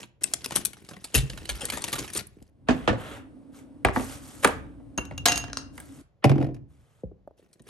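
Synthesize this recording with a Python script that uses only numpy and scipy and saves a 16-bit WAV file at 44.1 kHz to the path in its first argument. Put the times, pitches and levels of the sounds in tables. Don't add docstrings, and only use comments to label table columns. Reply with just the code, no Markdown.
import sys
import numpy as np
from scipy import signal
from scipy.fft import rfft, irfft, next_fast_len
from scipy.io import wavfile
from scipy.ndimage import uniform_filter1d

SR = 44100
rng = np.random.default_rng(int(sys.argv[2]) if len(sys.argv) > 2 else 0)


def log_audio(samples):
    frames = np.atleast_2d(samples).T
    limited = np.clip(frames, -1, 1)
    pcm = np.round(limited * 32767).astype(np.int16)
    wavfile.write(sys.argv[1], SR, pcm)


N = 339378
BLOW_TIME = np.arange(2 ** 15) / SR
SNAP_TIME = BLOW_TIME[:2 ** 13]

# start in seconds,
# relative ring level in dB, relative crack level in dB, tilt in dB per octave,
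# pitch in Hz that the struck spot favours.
TRAY_AND_DULL_BLOWS = [(3.8482, -32, -4, -0.5, 760), (3.8848, -43, -17.5, -1.5, 520),
                       (3.9602, -29, -11.5, -3, 800), (3.968, -33, -21, -3.5, 280),
                       (3.995, -36, -22.5, -6, 420), (4.4458, -24.5, -4, 3, 1177),
                       (4.449, -27.5, -12.5, -2, 299), (4.4735, -34.5, -18, 4, 1545),
                       (4.484, -43.5, -30, 3, 750), (4.499, -48, -33, -3.5, 259),
                       (4.523, -55, -38.5, -4.5, 260), (4.797, -58, -50, -9, 633),
                       (5.11, -52, -26.5, -3, 440), (5.778, -57, -32, 4.5, 1650),
                       (5.801, -63.5, -34.5, 14, 1635)]
# pitch in Hz, relative level in dB, t60 in seconds.
COUNTER_MODES = [(118, -7, .13), (215, -5, .13), (258, 1, .13), (290, -3, .09), (382, -11, .1),
                 (511, -2.5, .11), (623, -13, .12), (786, -14, .07), (1160, -12, .13), (1308, -12, .12),
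                 (1490, -11, .11), (1735, -6, .07), (2207, -13, .12)]
# frequency in Hz, relative level in dB.
FILM_COLOUR = [(100, -15.5), (400, -11), (1000, -9.5), (2500, -3), (4000, -2.5), (7000, -1), (11000, 5),
               (12500, -4.5), (14000, -58.5), (17000, -30)]
# frequency in Hz, relative level in dB.
SOFT_CRACK_COLOUR = [(30, -6.5), (200, -3.5), (550, 4.5), (900, -16), (1500, -31), (3000, -65.5),
                     (16000, -70)]
# frequency in Hz, relative level in dB.
RUSTLE_COLOUR = [(30, -18), (120, 5.5), (350, 4), (900, -19.5), (2000, -15.5), (6000, -36.5)]


def undb(db):
    return 10 ** (np.asarray(db) / 20)


def unit(x):
    return x / np.sqrt(np.mean(x ** 2))


def on_log(hz, points):
    f, value = np.transpose(points)
    return np.interp(np.log(np.maximum(hz, 1)), np.log(f), value)


def gain_curve(rows):
    s, db = np.transpose(rows)
    return undb(np.interp(np.arange(N) / SR, s, db, left=-200, right=-200))


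def add(out, s, x):
    i = max(int(s * SR), 0)
    out[:, i:i + x.shape[-1]] += x[..., :N - i]


def panned(x, pan_db):
    return x * undb(np.array([[pan_db], [-pan_db]]) / 2)


def fade(t, t60):
    return np.exp(-np.log(1000) * t / np.maximum(t60, .002))


def colour(x, points, tilt_db=0):
    n = next_fast_len(x.shape[-1] // 2 + 1) * 2
    hz = np.maximum(np.arange(n // 2 + 1) * SR / n, 10)
    gain = unit(undb(on_log(hz, points) + tilt_db * np.log2(np.maximum(hz, 200))))
    cepstrum = irfft(np.log(gain))
    cepstrum[1:n // 2] *= 2
    cepstrum[n // 2 + 1:] = 0
    response = np.exp(rfft(cepstrum))
    return irfft(rfft(x, n) * response)[..., :x.shape[-1]]


def noise(apart, size=N):
    shared, *separate = rng.standard_normal((3, size))
    apart = np.clip(apart, 0, 1)
    return np.sqrt(1 - apart) * shared + np.sqrt(apart) * np.array(separate)


def grains(rate, spread_db, t60):
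    happens = rng.random(N) < rate / SR
    sizes = happens * undb(spread_db * np.minimum(rng.exponential(size=N), 3))
    power = np.abs(signal.fftconvolve(sizes ** 2, fade(SNAP_TIME, t60) ** 2)[:N])
    return unit(np.sqrt(power) * noise(0.17))


def speckle(x, depth_db):
    hz, _, z = signal.stft(x, SR, nperseg=512)
    third = (3 * np.log2(np.maximum(hz, 200) / 200)).astype(int)
    gain = unit(undb(depth_db * rng.standard_normal((third.max() + 1, z.shape[-1]))))
    return signal.istft(z * gain[third], SR)[1][:, :N]


def crack(points, tilt_db, t60, apart, patchy_db=2, contact_s=0.0004, force=1):
    hz = np.geomspace(30, 17000, 70)
    db = on_log(hz, points) + patchy_db * rng.standard_normal(len(hz))
    swell = 1 - np.exp(-SNAP_TIME / contact_s)
    burst = noise(apart, size=len(SNAP_TIME)) * force * swell * fade(SNAP_TIME, t60)
    return colour(burst, np.c_[hz, db], tilt_db)


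def ringer(modes, detune):
    scatter_db, turn_rad = 2.5, 0.34
    spot_db, spot_octaves = 10, 0.5
    hz, db, t60 = np.transpose(modes)
    swell = np.sin(np.pi / 2 * np.minimum(BLOW_TIME * hz[:, None], 1)) ** 2
    decays = (swell * fade(BLOW_TIME, t60[:, None])).astype(np.float32)
    t = BLOW_TIME.astype(np.float32)
    octaves = np.log2(hz / hz[np.argmax(db)])

    def strike(tilt_db, spot_hz=None):
        chance, port, shift, phase = rng.standard_normal((4, len(hz)))
        favour = spot_db * np.exp(-(np.log2(hz / spot_hz) / spot_octaves) ** 2) if spot_hz else 0
        speed = (2 * np.pi * hz * (1 + detune * shift)).astype(np.float32)[:, None]
        start = (turn_rad * phase).astype(np.float32)[:, None]
        luck_db = scatter_db * (chance + np.outer([.5, -.5], port))
        weight = undb(db + favour + tilt_db * octaves + luck_db).astype(np.float32)
        return weight @ (np.sin(speed * t + start) * decays)
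    return strike


def bend(x, lag_s, knee_hz=250):
    hz = np.arange(len(BLOW_TIME) // 2 + 1) * SR / len(BLOW_TIME)
    turned = np.exp(-2j * np.pi * lag_s * hz / (1 + hz / knee_hz))
    taper = np.minimum(1, 10 * BLOW_TIME[::-1])
    return taper * irfft(rfft(x) * turned)


def blows(rows, modes, points, apart, lag_s, t60, ring_tilt_db, detune):
    ring_tilt_share = 0.55
    out, strike = np.zeros((2, N)), ringer(modes, detune)
    for s, ring_db, crack_db, tilt_db, *spot_hz in rows:
        blow = undb(ring_db) * strike(ring_tilt_db + ring_tilt_share * tilt_db, *spot_hz)
        add(blow, 0, undb(crack_db) * crack(points, tilt_db, t60, apart))
        add(out, s, bend(blow, lag_s))
    return out


def room(x, wet_db, build_s=0.0027):
    # frequency in Hz, t60 in seconds.
    room_fade = [(100, 0.81), (400, .42), (1500, 0.41), (5000, 0.27), (12000, 0.12)]
    hz = np.arange(len(BLOW_TIME) // 2 + 1) * SR / len(BLOW_TIME)
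    centres = 62.5 * 2 ** np.arange(9)
    tail = 0
    for centre, pick in zip(centres, np.eye(len(centres))):
        band = np.sqrt(on_log(hz, np.c_[centres, pick]))
        hiss = irfft(rfft(noise(centre / 900, size=len(BLOW_TIME))) * band)
        tail = tail + hiss * fade(BLOW_TIME, on_log(centre, room_fade))
    tail = tail * (1 - np.exp(-BLOW_TIME / build_s))
    tail = tail / np.sqrt(np.sum(tail ** 2) / 2)
    return x + undb(wet_db) * signal.fftconvolve(x, tail, axes=1)[:, :N]


def background():
    # time in seconds, level in dB before the shared boost.
    rumble_swells = [(0.0, -74), (0.51, -55), (1.01, -70.5), (1.39, -56), (2.59, -61.5), (2.89, -44.5),
                     (3.54, -71), (4.05, -51), (4.39, -57.5), (4.54, -43.5), (4.97, -57), (5.23, -39.5),
                     (6.24, -70), (6.41, -47), (6.69, -59.5), (7.7, -84)]
    # frequency in Hz, relative level in dB.
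    rumble_colour = [(20, -15), (55, 0), (130, -1), (250, -23), (800, -34.5), (4000, -81.5)]
    # frequency in Hz, relative level in dB.
    kitchen_colour = [(20, -22.5), (50, -13), (130, -7.5), (200, -12.5), (280, 5.5), (380, -26.5),
                      (520, -16), (850, -27), (1800, -39), (7000, -53.5), (9200, -42), (16000, -74)]
    # frequency in Hz, relative level in dB.
    study_colour = [(18, -53), (30, -19.5), (112, -7.5), (336, -12.5), (526, -9.5), (1320, -27.5),
                    (1720, -29), (7090, -43), (8980, -58.5), (10800, -41.5), (16000, -71.5)]
    kitchen_db, study_db, hum_db, rumble_boost_db = -48, -72, -58.5, 3
    kitchen_start_s, kitchen_end_s, swell_s = 2.45, 6.02, 0.61
    hum_hz, hum_width_hz = 285, 70
    t = np.arange(N) / SR
    fade_in = np.clip((t - kitchen_start_s) / swell_s, 0, 1)
    fade_out = uniform_filter1d(1. * (t < kitchen_end_s), size=400)
    resonance = signal.iirpeak(hum_hz, hum_hz / hum_width_hz, fs=SR)
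    hum = unit(signal.lfilter(*resonance, colour(noise(0.13), RUSTLE_COLOUR)))
    kitchen = undb(kitchen_db) * colour(noise(0.35), kitchen_colour) + undb(hum_db) * hum
    study = undb(study_db) * colour(noise(0.5), study_colour)
    rumble = undb(rumble_boost_db) * gain_curve(rumble_swells) * colour(noise(.02), rumble_colour)
    return fade_in * fade_out * kitchen + study + rumble


def taps(tilt_db=5, t60=0.015):
    # start in seconds, relative level in dB.
    tap_rows = [(7.275, -29.5), (7.309, -44), (7.394, -45.5)]
    out = np.zeros((2, N))
    for s, db in tap_rows:
        add(out, s, undb(db) * crack(SOFT_CRACK_COLOUR, tilt_db, t60, apart=0.032))
    return room(out, wet_db=-22)


def push(start_s, length_s, release_t60, attack_s=0.037):
    t = np.arange(N) / SR - start_s
    rise = np.clip(np.minimum(t, length_s) / attack_s, 0, 1)
    return rise * fade(np.clip(t - length_s, 0, 1), release_t60)


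def sliding():
    # start in seconds, length in seconds, scrape level in dB, grit level in dB, release t60 in seconds.
    slides = [(2.669, 0.021, -37, -58, 0.038), (2.697, 0.13, -49, -61, 0.59), (2.966, 0.2, -44, -56, 0.17),
              (3.518, 0.078, -59, -60, 0.18), (3.923, 0.22, -47, -45.5, 0.3), (4.205, 0.31, -57, -54, 0.16),
              (4.425, 0.022, -22, -28.5, 0.027), (4.448, 0.016, -39.5, -51.5, 0.6),
              (5.721, 0.29, -62.5, -61, .04), (6.221, 0.021, -38, -72.5, 0.036),
              (6.675, 0.33, -73, -77, 0.22)]
    # frequency in Hz, relative level in dB.
    scrape_colour = [(100, -24), (400, -1), (520, 0.5), (750, -3.5), (1100, -4), (1310, 0.5), (1680, -4.5),
                     (2000, -5.5), (3500, -11), (6000, -43), (16000, -70.5)]
    # frequency in Hz, relative level in dB.
    grit_colour = [(1000, -35), (3500, -6.5), (6000, 1), (9000, 4), (12000, 1), (13500, -30), (17000, -27)]
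    slips = speckle(grains(rate=3000, spread_db=2, t60=.015), depth_db=2)
    scrape, grit = colour(slips, scrape_colour), colour(slips, grit_colour)
    out = np.zeros((2, N))
    for s, length_s, scrape_db, grit_db, release_t60 in slides:
        out += push(s, length_s, release_t60) * (undb(scrape_db) * scrape + undb(grit_db) * grit)
    return room(out, wet_db=-8.0)


def glass_on_counter():
    # start in seconds, relative ring level in dB,
    # relative crack level in dB, tilt in dB per octave, pitch in Hz that the struck spot favours.
    glass_blows = [(2.686, -19.5, -13, 0.6, 328), (2.706, -28, -23, 1.6, 250),
                   (2.7385, -32, -35.5, 0.23, 252), (2.8755, -24, -11, 0.2, 620),
                   (2.894, -17, -26, 0.5, 142), (2.928, -30, -29.5, 0.3, 520), (2.951, -40, -38, 0.6, 270)]
    # frequency in Hz, relative level in dB.
    counter_crack = [(30, 5), (250, 5.5), (700, 6.5), (1100, -3), (1700, -4), (3000, -12), (5000, -21.5),
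                     (9000, -31), (12000, -51), (16000, -84)]
    out = blows(glass_blows, COUNTER_MODES, counter_crack, apart=0.72, lag_s=0.014, t60=0.11,
                ring_tilt_db=-2.5, detune=0.02)
    return panned(room(out, wet_db=-15.0), pan_db=-2.0)


def jostle(rise_s=0.005):
    # frequency in Hz, relative level in dB.
    chatter_colour = [(40, 0), (150, -1.5), (400, 1), (850, -3), (1300, -8), (2000, -16), (3500, -21.5),
                      (7000, -33.5), (16000, -59.5)]
    under_crack_db, settle_t60 = -13, 0.13
    shaken = np.zeros((2, N))
    settling = (1 - np.exp(-BLOW_TIME / rise_s)) * fade(BLOW_TIME, settle_t60)
    for s, _, crack_db, *_ in TRAY_AND_DULL_BLOWS:
        add(shaken, s, undb(crack_db + under_crack_db) * settling)
    chatter = speckle(grains(rate=900, spread_db=3, t60=.015), depth_db=3)
    return shaken * colour(chatter, chatter_colour)


def tray_on_counter():
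    # pitch in Hz, relative level in dB, t60 in seconds.
    tray_modes = [(258, -1, .08), (350, -5, .06), (425, -9, .06), (530, -6, .08), (630, -2, .06),
                  (735, -4, .08), (861, 0, .08), (950, -3, .08), (1140, -3, .07), (1190, -5, .06),
                  (1448, -5, .06), (1600, -5, .07), (1965, -6, .06), (2700, -10, .05)]
    # frequency in Hz, relative level in dB.
    tray_crack = [(30, 0), (200, -2.5), (500, 0), (1200, -2.5), (2200, -3.5), (3500, -17.5), (6000, -31),
                  (9000, -19.5), (12000, -33.5), (16000, -52)]
    out = blows(TRAY_AND_DULL_BLOWS, tray_modes, tray_crack, apart=0.2, lag_s=0.01623, t60=0.026,
                ring_tilt_db=-0.5, detune=0.015)
    return panned(room(out + jostle(), wet_db=-14), pan_db=-1.0)


def glass_on_desk():
    # start in seconds, relative ring level in dB,
    # relative crack level in dB, tilt in dB per octave, pitch in Hz that the struck spot favours.
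    landing_blows = [(6.2415, -14.5, -4, -0.5, 694), (6.251, -18.5, -17.5, 1, 135),
                     (6.2945, -26, -14.5, 0, 135), (6.315, -25.5, -17, -2, 301), (6.324, -38, -31, -5, 134),
                     (6.3565, -26, -28.5, -2, 300), (6.3805, -26, -23.5, -2.5, 140),
                     (6.402, -29, -32, -1, 300), (6.413, -36.5, -22.5, -3, 133.4),
                     (6.4255, -29.5, -23.5, -1.5, 140), (6.444, -35, -28, -1.5, 135),
                     (6.466, -38, -39.5, 0, 300), (6.488, -38, -37, -3, 390),
                     (6.509, -43.5, -50.5, -2, 135), (6.544, -61, -49, 4.5, 300),
                     (6.564, -57, -48, 0.5, 300)]
    # pitch in Hz, relative level in dB, t60 in seconds.
    desk_modes = [(81, -18, .1), (132, 2, .155), (246, -10, .11), (286, 1.5, .17), (318, -2, .14),
                  (377, -6, .14), (412, -5, .16), (455, -12, .11), (520, -14, .06), (595, -4, .066),
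                  (707, -2, .06), (770, -6, .045), (985, -13, .06), (1890, -30, .11)]
    # frequency in Hz, relative level in dB.
    desk_crack = [(30, -24), (200, -4), (450, 3.5), (720, 4.5), (1000, -9), (1500, -12.5), (2300, -10.5),
                  (3800, -22), (5500, -24), (8000, -32.5), (11000, -26), (16000, -70)]
    out = blows(landing_blows, desk_modes, desk_crack, apart=0.24, lag_s=0.011, t60=0.039,
                ring_tilt_db=-1.5, detune=0.017)
    return room(out, wet_db=-15.0)


def pressed(modes, damping, at_hz=6500):
    hz, db, t60 = np.transpose(modes)
    return np.c_[hz, db, t60 / (1 + max(damping, 0) * (hz / at_hz) ** 2)]


def ice():
    # start in seconds, relative ring level in dB,
    # relative crack level in dB, tilt in dB per octave, favoured pitch in Hz, extra damping of the high ring (no unit).
    rim_clinks = [(4.977, -29, -22, -4, 5000, 0.27), (4.984, -35, -16.5, -7.5, 2777, .2),
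                  (5.052, -60.5, -41, 3, 6500, 1), (5.178, -34, -32, 1, 2780, 2.2)]
    # start in seconds, relative ring level in dB,
    # relative crack level in dB, tilt in dB per octave.
    rattles = [(5.2559, -36, -9.5, 0), (5.2587, -35.5, -6, 3.5), (5.263, -37, -11.5, 1),
               (5.272, -29, -17, -0.5), (5.2773, -34, -17.5, 2.5), (5.284, -24, -11, 0),
               (5.293, -28.5, -22, -3.5), (5.304, -44, -26, -2), (5.3175, -38.5, -23, 0.5),
               (5.3201, -35, -14, 1.5), (5.327, -46, -22.5, 2.5), (5.3579, -33, -23.5, 3),
               (5.372, -36.5, -24.5, -1.5), (5.3765, -36, -19, 4.5), (5.399, -60, -35.5, -5),
               (5.4398, -55, -27.5, -3.5), (5.481, -73, -35, -5), (5.499, -75, -33, -7)]
    # start in seconds, relative ring level in dB,
    # relative crack level in dB, tilt in dB per octave, favoured pitch in Hz.
    splits = [(5.5308, -63, -19, -2.5, 6460), (5.571, -42, -13, 0.5, 5500),
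              (5.587, -57.5, -27.5, -5.5, 6500)]
    # pitch in Hz, relative level in dB, t60 in seconds before damping.
    wall_modes = [(2742, -12, .16), (2778, -4, .22), (6460, -10, .1), (6512, 0, .18), (6560, -9, .09),
                  (10410, -22, .08), (10640, -11, .14), (11040, -12, .07), (12110, -19, .08),
                  (12480, -27, .1), (14170, -32, .08)]
    # pitch in Hz, relative level in dB, t60 in seconds.
    air_modes = [(711, -1, .07), (1642, 0, .05), (2460, -6, .035), (3085, -2, .045), (4057, -8, .04),
                 (4092, -9, .04), (5106, -2, .035), (6040, -4, .04)]
    # frequency in Hz, relative level in dB.
    ice_crack = [(60, -8), (400, -4.5), (800, 4.5), (1600, 1), (2300, -1), (3900, 0), (5500, -1),
                 (8000, -7), (12000, -9), (14000, -27), (17000, -31)]
    # frequency in Hz, relative level in dB.
    split_crack = [(100, -14.5), (1500, -2.5), (3400, -11), (4100, 1), (6000, 2.5), (7500, -5),
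                   (10000, -4.5), (13000, -43), (17000, -38.5)]
    air_under_crack_db, thud_under_crack_db = -16, -22.5

    rim = np.zeros((2, N))
    for *blow, damping in rim_clinks:
        rim += blows([blow], pressed(wall_modes, damping), ice_crack, apart=0.22, lag_s=0.0044, t60=0.026,
                     ring_tilt_db=5, detune=0.0015)
    inside = blows(rattles, wall_modes, ice_crack, apart=0.23, lag_s=0.0044, t60=0.018,
                   ring_tilt_db=-0.5, detune=0.0018)
    inside += blows(splits, wall_modes, split_crack, apart=0.086, lag_s=0.0021, t60=0.0082,
                    ring_tilt_db=-2.0, detune=0.00125)
    air, counter = ringer(air_modes, detune=0.0097), ringer(COUNTER_MODES, detune=0.037)
    for s, _, crack_db, _ in rattles:
        add(inside, s, undb(crack_db + air_under_crack_db) * air(tilt_db=0.5))
    for s, _, crack_db, *_ in rim_clinks + rattles:
        add(inside, s, undb(crack_db + thud_under_crack_db) * counter(tilt_db=1.0))
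    return panned(room(inside, wet_db=-9.0) + room(rim, wet_db=-12), pan_db=1.5)


def crumple(snap_s=0.0011, size=110):
    steps = unit(undb(3.5 * rng.standard_normal(len(SNAP_TIME) // size + 1)))
    jerks = np.repeat(steps, size)[:len(SNAP_TIME)]
    flip = np.exp(-SNAP_TIME / snap_s)
    return 2 * flip + (1 - flip) * jerks


def crease(hz, tilt_db, t60, facet_db=4, facet_octaves=0.57):
    f = np.geomspace(100, 17000, 60)
    db = on_log(f, FILM_COLOUR) + facet_db * np.exp(-(np.log2(f / hz) / facet_octaves) ** 2)
    pitch_tilt_db = 0.98 * np.log2(hz / 4500)
    return crack(np.c_[f, db], tilt_db + pitch_tilt_db, t60, apart=0.095, patchy_db=4.5,
                 contact_s=0.0013, force=crumple())


def folds(effort, count=300):
    folds_per_s, over_effort_db, spread_db = 26, 14.5, -4.5
    middle_hz, spread_octaves, tilt_db, t60 = 2640, 0.71, -4, 0.049
    times = np.cumsum(rng.gamma(2, .5, count)) / folds_per_s
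    rows = []
    for s, (size, pitch) in zip(times, rng.standard_normal((count, 2))):
        if s * SR < N and effort[int(s * SR)] > undb(-70):
            db = 20 * np.log10(effort[int(s * SR)]) + over_effort_db + spread_db * size
            rows.append((s, db, middle_hz * 2 ** (spread_octaves * pitch), tilt_db, t60))
    return rows


def bag():
    # start in seconds, level in dB before the shared snap level,
    # pitch in Hz, tilt in dB per octave before the pitch's own tilt, t60 in seconds.
    big_creases = [(0.03, -22.5, 2260, -3.5, 0.039), (0.235, -7.5, 7200, 12, 0.015),
                   (0.2394, -2, 7100, -1, 0.017), (0.3364, 0, 6590, -1, 0.018),
                   (0.396, -34, 2300, -11.5, 0.0081), (0.443, -14, 5200, -1.5, 0.035),
                   (0.4597, -9.5, 10800, -5.5, 0.016), (0.508, -12, 1950, -2, 0.0095),
                   (0.5193, -18, 1850, -4.5, 0.051), (0.5554, -11.5, 10900, -4, 0.11),
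                   (0.5666, -7.5, 8860, -5.5, 0.016), (0.6504, -8.5, 7300, 1.5, 0.051),
                   (0.7319, -26.5, 2880, -2.5, 0.028), (0.769, -28, 3800, -7, 0.011),
                   (0.8886, -27.5, 4730, -4.5, 0.045), (0.91, -29.5, 1330, -4.5, 0.057),
                   (0.9346, -27, 2940, -7, 0.037), (0.965, -26.5, 1900, -7.5, 0.032),
                   (1.0418, -18, 9000, -4, 0.05), (1.1423, -11.5, 9280, -4, 0.17),
                   (1.154, -6.5, 1240, -0.5, 0.077), (1.1757, -17.5, 3130, 0, 0.14),
                   (1.2975, -25, 4200, -4.5, 0.094), (1.3325, -23, 2440, -5.5, 0.03),
                   (1.3753, -22.5, 4220, -5, 0.042), (1.454, -24.5, 4050, -4.5, 0.038),
                   (1.491, -13, 3260, -2.5, 0.082), (1.607, -23.5, 2920, -3, 0.17),
                   (1.63, -30, 900, -7, 0.077), (1.644, -21, 1300, -6.5, 0.07),
                   (1.6532, -12, 9460, 2.5, 0.025), (1.686, -24.5, 2200, -3.5, 0.048),
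                   (1.7, -12, 3160, -0.5, 0.026), (1.721, -22, 1100, -1.5, 0.075),
                   (1.7346, -21, 1210, -2, 0.13), (1.77, -21, 1200, -3, 0.085),
                   (1.791, -21, 2200, -7.5, 0.011), (1.8203, -10.5, 5600, 3, 0.0083),
                   (1.84, -10, 3220, -2.5, 0.031), (1.871, -26, 7500, -7, 0.023),
                   (1.8792, -20.5, 1360, -3, 0.1), (1.928, -11.5, 3600, -2.5, 0.07),
                   (1.955, -20.5, 1300, -3, 0.082), (1.9817, -22, 1190, -4, 0.11),
                   (1.988, -18.5, 3000, 1, 0.077), (2.041, -29, 1200, -3.5, 0.05),
                   (2.0773, -24.5, 2040, -2.5, 0.059), (2.101, -21, 3000, -3, 0.024),
                   (2.1335, -25, 8800, 0, 0.063), (2.149, -20, 9160, -2, 0.06),
                   (2.1705, -12, 8500, 0, 0.043), (2.1895, -20.5, 11300, -5, 0.078),
                   (2.269, -26.5, 10800, 20, 0.016), (2.424, -39.5, 8900, -2, 0.029),
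                   (7.53, -40, 6160, -1.5, 0.042), (7.595, -43.5, 2800, -4, 0.035),
                   (7.62, -42, 8240, 6, 0.022)]
    # time in seconds, effort in dB, which sets the crinkle's level.
    handling_spells = [
        [(0.0, -42), (0.03, -57.5), (0.11, -91.5)],
        [(0.21, -53.5), (0.27, -54.5), (0.47, -57.5), (0.57, -40.5), (0.7, -66.5), (0.9, -58.5), (1.0, -64.5)],
        [(1.0, -62.5), (1.28, -58), (1.55, -49), (1.8, -47), (2.04, -44), (2.1, -59.5), (2.17, -36),
         (2.25, -75), (2.5, -75.5)],
        [(7.37, -72), (7.62, -86), (7.69, -52.5)],
    ]
    # start in seconds, relative ring level in dB,
    # relative crack level in dB, tilt in dB per octave, pitch in Hz that the struck spot favours.
    thump_blows = [(1.139, -37.5, -23, -2, 130), (1.146, -14.5, -25, -5.5, 66.6),
                   (1.17, -21.5, -39, -3.5, 130), (1.222, -29.5, -55, -6.5, 130),
                   (1.492, -31, -29, -5.5, 57.6), (1.628, -50.5, -35, 0, 190), (1.695, -45, -50, -4, 80),
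                   (1.726, -33, -35, -6, 250), (1.76, -41, -36.5, -5, 250), (1.931, -38.5, -33, 0, 440),
                   (1.98, -32.5, -47, -4.5, 85), (2.15, -41, -34, 0, 75.7),
                   (2.366, -64.5, -42.5, -9.5, 100), (2.415, -72, -34.5, -5.5, 442),
                   (7.033, -32.5, -24, -5, 70), (7.113, -62, -40, -3, 440), (7.597, -48.5, -43, -3.5, 250)]
    # pitch in Hz, relative level in dB, t60 in seconds.
    loaded_desk_modes = [(57, 0, .1), (74, -1, .08), (100, -5, .06), (133, -5, .11), (192, -10, .06),
                         (252, -9, .06), (440, -14, .04)]
    snap_db, crinkle_db, large_facets_db = -8, -5.0, 6.5
    firm_effort_db, rustle_db, rustle_growth = -45, -46, 0.58
    pan_middle_db, pan_spread_db = 1.5, 3.5

    effort = sum(gain_curve(rows) for rows in handling_spells)
    thumps = blows(thump_blows, loaded_desk_modes, SOFT_CRACK_COLOUR, apart=0.041, lag_s=0.015, t60=0.026,
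                   ring_tilt_db=4.5, detune=0.012)
    small = colour(grains(rate=650, spread_db=4, t60=.018), FILM_COLOUR, tilt_db=-3.5)
    large = colour(grains(rate=320, spread_db=3.5, t60=.03), FILM_COLOUR, tilt_db=-4.5)
    crinkle = speckle(small + undb(large_facets_db) * large, depth_db=4)
    rustle = colour(grains(rate=330, spread_db=10.5, t60=0.033), RUSTLE_COLOUR)
    rustle_gain = undb(rustle_db) * (effort / undb(firm_effort_db)) ** rustle_growth
    out = undb(crinkle_db) * effort * crinkle + rustle_gain * rustle
    for s, db, hz, tilt_db, t60 in big_creases + folds(effort):
        pan_db = pan_middle_db + pan_spread_db * rng.standard_normal()
        add(out, s, panned(undb(db + snap_db) * crease(hz, tilt_db, t60), pan_db))
    return room(out, wet_db=-16.0) + room(thumps, wet_db=-16.5)


def scene():
    kitchen_things = glass_on_counter() + tray_on_counter() + ice()
    return background() + taps() + sliding() + kitchen_things + glass_on_desk() + bag()


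def record(dry):
    # frequency in Hz, lead in radians.
    port_lead = [(200, -1), (2000, 1.35), (3000, 0.8), (6400, .5), (7800, 1.27), (8900, 1), (9700, -3),
                 (11600, -5.5), (12700, -3), (16400, -16)]
    low_cut_hz, top_hz, ceiling = 42, 16500, .92
    n = next_fast_len(N // 2 + 1) * 2
    lead = on_log(np.arange(n // 2 + 1) * SR / n, port_lead)
    right = irfft(rfft(dry[1], n) * np.exp(-1j * lead))[:N]
    low_cut = signal.butter(6, low_cut_hz, "high", fs=SR, output="sos")
    x = signal.sosfilt(low_cut, np.array([dry[0], right]))
    x = x / (1 + (x / ceiling) ** 6) ** (1 / 6)
    return signal.sosfilt(signal.ellip(8, .2, 70, top_hz, fs=SR, output="sos"), x)


dry = scene()
out = record(dry)
log_audio(out)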